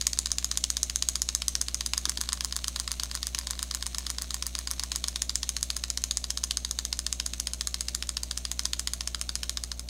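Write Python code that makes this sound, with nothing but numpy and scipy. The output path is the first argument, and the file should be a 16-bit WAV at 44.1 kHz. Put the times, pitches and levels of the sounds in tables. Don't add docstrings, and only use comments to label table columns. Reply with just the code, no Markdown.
import sys
import numpy as np
from scipy import signal
from scipy.fft import rfft, irfft, next_fast_len
from scipy.io import wavfile

SR = 44100
rng = np.random.default_rng(int(sys.argv[2]) if len(sys.argv) > 2 else 0)


def amplitude_ratio(level_db):
    exponent = np.asarray(level_db, float) / 20
    return 10 ** exponent


def store_wav(level_fs):
    pcm = np.round(np.clip(np.atleast_2d(level_fs), -1, 1) * 32767)
    wavfile.write(sys.argv[1], SR, pcm.T.astype(np.int16))


N = 436149
RING = 1024
FRAME_HZ = 59.94
KICKS = 77

# f/Hz, level/dB per Hz
AIR_COLOUR = [(20, -0.5), (100, -8), (300, -8), (470, -12), (600, -6), (680, -7), (850, -17), (3000, -39),
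              (15000, -43)]
# f/Hz, level/dB per Hz
HISS_COLOUR = [(20, 7), (300, 0.5), (1000, -1.5), (3000, -9.5), (8000, -11.5), (15700, -5), (16100, -40)]
# multiple of the frame rate, level/dB rms
HUM_LINES = [(1, -41), (2, -60), (3, -59), (4, -61), (5, -75), (6, -75), (215, -75), (216, -74)]
# multiple of a quarter frame rate, level/dB rms
PATTERN_LINES = [(2, -71), (3, -74), (5, -75), (9, -76), (13, -75), (17, -71), (19, -72), (21, -72),
                 (23, -74), (25, -75)]

# t/s, level/dB
WHIRR_LEVEL = [(0.0, -47.5), (1.7, -48.5), (2.3, -47.5), (4.9, -48), (5.2, -49.5), (9.59, -51),
               (9.89, -56.5)]
# f/Hz, level/dB
GEAR_COLOUR = [(600, -39.5), (1100, -5), (2200, -4), (4300, 1.5), (6500, 4.5), (8500, -3), (11500, -7.5),
               (16000, -30)]
WHIRR_SAG_DB_S = 40.0

# t/s, peak level/dB
GRIP_BUMPS = [
    (0.171, -42),
    (1.874, -42),
    (2.073, -36.5),
    (2.187, -38),
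    (2.24, -45),
    (5.157, -45),
    (5.609, -47),
    (7.326, -42),
]

# f/Hz, t60/s, level/dB
BELLY_MODES = [(3283, 0.0045, -5), (3890, 0.006, -5), (4466, 0.0049, -1.5), (5038, 0.0069, -0.5)]
BACK_MODES = [(6580, 0.0054, -3), (6195, 0.0072, -7), (7070, 0.0052, -7.5)]
HOLLOW_MODES = [(1413, 0.007, 4), (1790, 0.0094, 2.9), (2217, 0.006, 0.5)]
EDGE_MODES = [(7950, 0.0044, 2), (8850, 0.0042, 1.5), (9730, 0.0042, 2.5), (11000, .004, -18),
              (11820, .004, -8), (13300, 0.003, -6.5), (14800, 0.0048, -17)]
# f/Hz, t60/s, level/dB
CAVITY_MODES = [(1084, 0.014, 0)]
# t/s, level/dB
CAVITY_LEVEL = [(1.7, -3), (2.3, -1), (4.9, -0.5), (5.2, -4)]
BELLY_TOP = [-2, 5.0]
RIM_HANGING_DB = 8

# delay t/s, spread t/s, level/dB
STRIKE_CLUSTER = [(-.0012, 0.0002, -9.5), (0, .0001, 8), (.0006, 0.000098, -1.5), (.0013, 0.00026, -7)]
FIRST_STRIKE = [6.5, -8.0]
# delay t/s, level/dB
CHATTER = [(.004, -20), (.0062, -23), (.0085, -19.5), (.011, -24.5), (.015, -34)]

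# t/s, level/dB, brightness/dB
SPRING_KNOCKS = [(0.0225, -19, -3), (0.055, -29.5, -2), (0.1748, -21, -6), (0.27, -16, -2),
                 (0.3053, -23, -5), (0.4267, -22, -3), (0.5555, -26, -9)]
# stroke (0 outward, 1 return), t/ms after that snap, chance 0-1,
# level/dB against it, brightness/dB
SIDE_SLACK = [(1, -3, .5, -19.5, -3), (0, 7.5, .6, -22, 7), (1, -19.5, .35, -24, 6), (1, 7.6, .35, -20, 6)]
HANGING_SLACK = [(1, -6.0, .9, -14.5, -5), (1, 24.0, .75, -17, -9), (0, -15.5, .55, -21, -7),
                 (1, 11, .3, -18, 3), (1, 45.0, .3, -25, -10)]
SLACK_JITTER_S, SLACK_SCATTER_DB = 0.0008, 2.0
SLACKENS_S = 5.0

# return snap t/s, kicks done, outward snap earlier by t/ms,
# return level/dB, outward level/dB
CRANK_PROGRESS = [(0.0686, 0, 56, -11, -16.5), (0.1889, 1, 56.6, -13, -17), (1.0875, 8, 63.4, -13.5, -14),
                  (1.7449, 13, 59.9, -15, -16), (2.095, 16, 39.8, -16.5, -18),
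                  (3.2689, 26, 38.6, -18.5, -20.5), (3.7478, 30, 36.6, -18, -20),
                  (4.2198, 34, 35.7, -18.5, -21.5), (5.0824, 41, 41.3, -16.5, -17),
                  (5.2192, 42, 60.2, -14.5, -16.9), (6.0386, 48, 64, -14.5, -17),
                  (6.5713, 52, 63.3, -15, -18), (6.991, 55, 61.8, -16.5, -16), (7.8075, 61, 64.1, -16, -18),
                  (8.3755, 65, 63.8, -17, -18.2), (9.6344, 74, 62.2, -16, -18),
                  (9.794, 75, 77.1, -23.4, -19.5), (9.974, 76, 86, -27, -28)]
RETURN_JITTER_S, OUTWARD_JITTER_S = 0.0004, 0.0005
RETURN_SCATTER_DB, OUTWARD_SCATTER_DB, COLOUR_SCATTER_DB = 0.75, 0.46, 0.85
# t/s, extra level/dB, extra back brightness/dB
GEAR_STUMBLES = [(0.3841, 1.0, 1), (0.6404, 2, 1), (0.8983, -3.5, -1), (1.4201, -4, -1.5),
                 (1.5531, 2.5, 0.3), (1.684, -2.5, 0), (1.9354, 3.5, 0.3), (2.0546, 3, 0), (2.174, -2, 0),
                 (2.9981, 1, -0.2), (3.1136, -2.5, 0.3), (3.3482, 2, 2), (3.5921, -2.0, 0), (3.8255, 1, 0),
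                 (4.425, 2.5, 1), (4.589, -2.5, 0.3), (5.766, -2.5, -1), (6.1107, 2.5, 2),
                 (6.2417, -2, -0.5), (6.5097, 2.0, 0), (7.3357, -2.5, 0.3), (7.4715, 2.5, 1),
                 (7.6102, 1.5, 0), (8.0253, -2.0, 0.3), (8.5938, 2.0, 1.3), (8.7336, 2.5, 1.5),
                 (8.8739, 2.5, 2), (9.0084, -1.0, 1.2), (9.147, 0.0, -0.5), (9.6373, -3.5, 0.3)]
# t/s, hanging head up 0-1, back turned to the camera level/dB
HELD_POSE = [
    (1.3, 0, 2.5),
    (1.75, 0, .6),
    (2.3, 0.95, -1),
    (4.9, 0.95, 0.2),
    (5.2, 0.01, 0.2),
    (6.3, 0, 0.6),
    (7.2, 0, 0),
    (9.8, 0, -2),
]
# belly, back, hollow, edge level/dB
SIDE_ON_PARTS = [(-2, -7, -17, -10.5), (-5.5, -3.5, -19.5, -7)]
# belly, back, hollow, edge level/dB
HANGING_PARTS = [(-2, -6.5, -15, -10), (-5.5, -4, -16.5, -5)]


def unit(x):
    return x / np.sqrt(np.mean(x ** 2))


def colour(x, points):
    hz, db = np.transpose(points)
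    size = next_fast_len(len(x))
    bins = np.arange(size // 2 + 1) * SR / size + 1
    gain = amplitude_ratio(np.interp(np.log(bins), np.log(hz), db))
    return irfft(rfft(x, size) * gain, size)[:len(x)]


def follow(table, column, s):
    points = np.transpose(table)
    return np.interp(s, points[0], points[column])


def noise_bed(points, db):
    return amplitude_ratio(db) * unit(colour(rng.standard_normal(N), points))


def hum():
    turn = 2 * np.pi * FRAME_HZ * np.arange(N) / SR
    ripple = sum(amplitude_ratio(db) * np.cos(k * (turn - 0.85) + 0.5) for k, db in HUM_LINES)
    pattern = sum(amplitude_ratio(db) * np.cos(k * turn / 4 + 2 * np.pi * rng.random()) for k, db in PATTERN_LINES)
    return np.sqrt(2) * (ripple + pattern)


def room(x, t60=0.26, gap=0.00277):
    hop = 2048
    t, out = np.arange(SR // 2) / SR, np.zeros(N + SR)
    fade = np.exp(-np.log(1000) * t / t60) * (t > gap)
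    window = np.sqrt(np.hanning(2 * hop))
    for start in range(-hop, N, hop):
        piece = np.pad(x[max(start, 0):start + 2 * hop], (max(-start, 0), 2 * hop))[:2 * hop] * window
        patches = amplitude_ratio(2.3 * np.repeat(rng.standard_normal(len(t) // 32 + 1), 32)[:len(t)])
        echo = signal.fftconvolve(piece, rng.standard_normal(len(t)) * patches * fade)
        out[start + hop:][:len(echo)] += echo
    wash = out[hop:hop + N] / np.sqrt(np.sum(fade ** 2))
    return colour(wash, [(1000, -0.065), (3000, -0.2), (5000, -4), (6500, 1.5), (9000, -2.0), (12000, 0.0)])


def bumps():
    t, out = np.arange(RING) / SR, np.zeros(N)
    thump = np.sin(2 * np.pi * 270 * t) * np.exp(-(t - 0.004) ** 2 / 0.0021 ** 2)
    for s, db in GRIP_BUMPS:
        out[int(s * SR):][:RING] = amplitude_ratio(db) * thump
    return out


def whirr(cam):
    chance, size, rub = rng.random(N), rng.exponential(size=N), rng.standard_normal(N)
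    teeth = (chance < 900 / SR) * amplitude_ratio(3.9 * np.minimum(size, 3.4)) * np.sign(rub)
    smear = rng.standard_normal(96) * np.exp(-np.arange(96) / 25)
    grains = unit(np.convolve(teeth, smear)[:N]) + 0.57 * rub
    t = np.arange(N) / SR
    since_snap = t - cam[0][np.maximum(np.searchsorted(cam[0], t) - 1, 0)]
    db = follow(WHIRR_LEVEL, 1, t) + 0.7 - WHIRR_SAG_DB_S * since_snap
    return unit(colour(grains, GEAR_COLOUR)) * amplitude_ratio(db)


def ring(modes, delays, energy_db, first_db, top_db=0, scatter_db=2.0, detune=0.03, contact=0.000084):
    out = np.zeros((len(delays), RING))
    top_db = np.reshape(top_db, (-1, 1))
    for k, (_, _, strike_db) in enumerate(STRIKE_CLUSTER):
        t = np.maximum(np.arange(RING) / SR - delays[:, k:k + 1], 0)
        push = amplitude_ratio(first_db * (k == 0))[:, None] * (1 - np.exp(-t / contact))
        for hz, t60, db in modes:
            size, pitch, sign = rng.standard_normal((len(delays), 3)).T[:, :, None]
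            wave = np.sin(2 * np.pi * hz * (1 + detune * pitch) * t) * np.exp(-np.log(1000) * t / t60)
            mode_db = db + strike_db + scatter_db * size + top_db * (hz == modes[-1][0])
            out += np.sign(sign) * amplitude_ratio(mode_db) * push * wave
    energy = np.sum(out ** 2, axis=1, keepdims=True) / (SR / 1000)
    return out * amplitude_ratio(energy_db)[:, None] / np.sqrt(energy)


def shell(s, belly_db, back_db, hollow_db, edge_db, first_db=0, top_db=0):
    delay, spread, _ = np.transpose(STRIKE_CLUSTER)
    lead = 0.003
    delays = lead + delay + spread * rng.standard_normal((len(s), len(STRIKE_CLUSTER)))
    first_db = first_db + np.zeros(len(s))
    rim_db = RIM_HANGING_DB * follow(HELD_POSE, 1, s)
    cavity_db = hollow_db + follow(CAVITY_LEVEL, 1, s)
    rows = ring(BELLY_MODES, delays, belly_db, first_db, top_db)
    rows += ring(BACK_MODES, delays, back_db, first_db, detune=0.02)
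    rows += ring(HOLLOW_MODES, delays, hollow_db, first_db)
    rows += ring(EDGE_MODES, delays, edge_db, first_db, rim_db)
    rows += ring(CAVITY_MODES, delays, cavity_db, first_db, detune=0.011)
    out = np.zeros(N + 2 * RING)
    np.add.at(out, ((s - lead) * SR).astype(int)[:, None] + np.arange(RING), rows)
    return out[:N]


def slack(cam):
    s, db, hanging = cam[:3]
    stroke_now = np.arange(len(s)) % 2
    side_on = (1 - hanging) * np.clip(s / SLACKENS_S - 0.15, 0, 1)
    rows = []
    for rules, share in ((SIDE_SLACK, side_on), (HANGING_SLACK, hanging)):
        for stroke, after_ms, chance, below_db, bright_db in rules:
            luck = rng.random(len(s))
            late, size, tone = rng.standard_normal((len(s), 3)).T
            hit = (stroke_now == round(stroke)) & (luck < chance * share) & (s < N / SR - 0.05)
            when = s + after_ms / 1000 + SLACK_JITTER_S * late
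            level_db = db + below_db + 10.5 + SLACK_SCATTER_DB * size
            rows.append(np.c_[when, level_db, bright_db + 4.0 * tone][hit])
    return np.vstack(rows)


def knocks(cam):
    s, db, bright = np.vstack([SPRING_KNOCKS, slack(cam)]).T
    db = db - 13.5
    tilt = bright / 2
    return shell(s, db - tilt, db + 0.5 + tilt, db - 8.5 - tilt, db - 3.5 + tilt)


def rebounds(cam):
    s, _, _, belly, back, hollow, edge = np.repeat(cam, len(CHATTER), axis=1)
    delay, db = np.tile(CHATTER, (cam.shape[1], 1)).T
    late, size, bright = rng.standard_normal((len(s), 3)).T
    db = db + 2.3 * size
    return shell(s + delay + 0.0006 * late, belly + db, back + db + 1.9 * bright,
                 hollow + db + 5.5, edge + db + 2.0 + 2.9 * bright)


def beat():
    columns = np.transpose(CRANK_PROGRESS)
    s, _, lead_ms, return_db, outward_db = (np.interp(np.arange(KICKS), columns[1], c) for c in columns)
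    late, early, hard, soft = rng.standard_normal((KICKS, 4)).T
    outward_s = s - lead_ms / 1000 + OUTWARD_JITTER_S * early
    return_s = s + RETURN_JITTER_S * late
    s = np.c_[outward_s, return_s].ravel()[:-1]
    db = np.c_[outward_db + OUTWARD_SCATTER_DB * soft, return_db + RETURN_SCATTER_DB * hard].ravel()[:-1]

    at, harder_db, brighter_db = np.transpose(GEAR_STUMBLES)
    snap = np.abs(s[:, None] - at).argmin(axis=0)
    s[snap], db[snap] = at, db[snap] + harder_db

    hanging = np.clip(follow(HELD_POSE, 1, s), 0, 1)
    stroke = np.arange(len(s)) % 2
    parts = (1 - hanging) * np.array(SIDE_ON_PARTS)[stroke].T + hanging * np.array(HANGING_PARTS)[stroke].T
    facing_db = follow(HELD_POSE, 2, s)
    facing_db[snap] += brighter_db
    turn = np.outer([-0.5, 1, -1, 0], facing_db)
    scatter = COLOUR_SCATTER_DB * rng.standard_normal((len(s), 4)).T
    return np.vstack([s, db, hanging, db + parts + turn + scatter])


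def snaps(cam):
    first_db, top_db = (np.resize(v, cam.shape[1]) for v in (FIRST_STRIKE, BELLY_TOP))
    return shell(cam[0], *cam[3:], first_db, top_db)


def scene():
    cam = beat()
    toy = snaps(cam) + rebounds(cam) + knocks(cam)
    toy = signal.sosfilt(signal.butter(3, 900, "high", fs=SR, output="sos"), toy)
    centre = toy + amplitude_ratio(-15.0) * room(toy) + whirr(cam) + bumps() + noise_bed(AIR_COLOUR, -57.5) + hum()
    hiss = [noise_bed(HISS_COLOUR, -60.5) for _ in range(2)]
    return centre + np.array(hiss)


def top_cut(x):
    return signal.sosfilt(signal.butter(12, 16970, fs=SR, output="sos"), x)


def record(dry):
    cut = signal.sosfilt(signal.butter(12, 16300, fs=SR, output="sos"), dry)
    return top_cut(cut)


dry = scene()
out = record(dry)
store_wav(out)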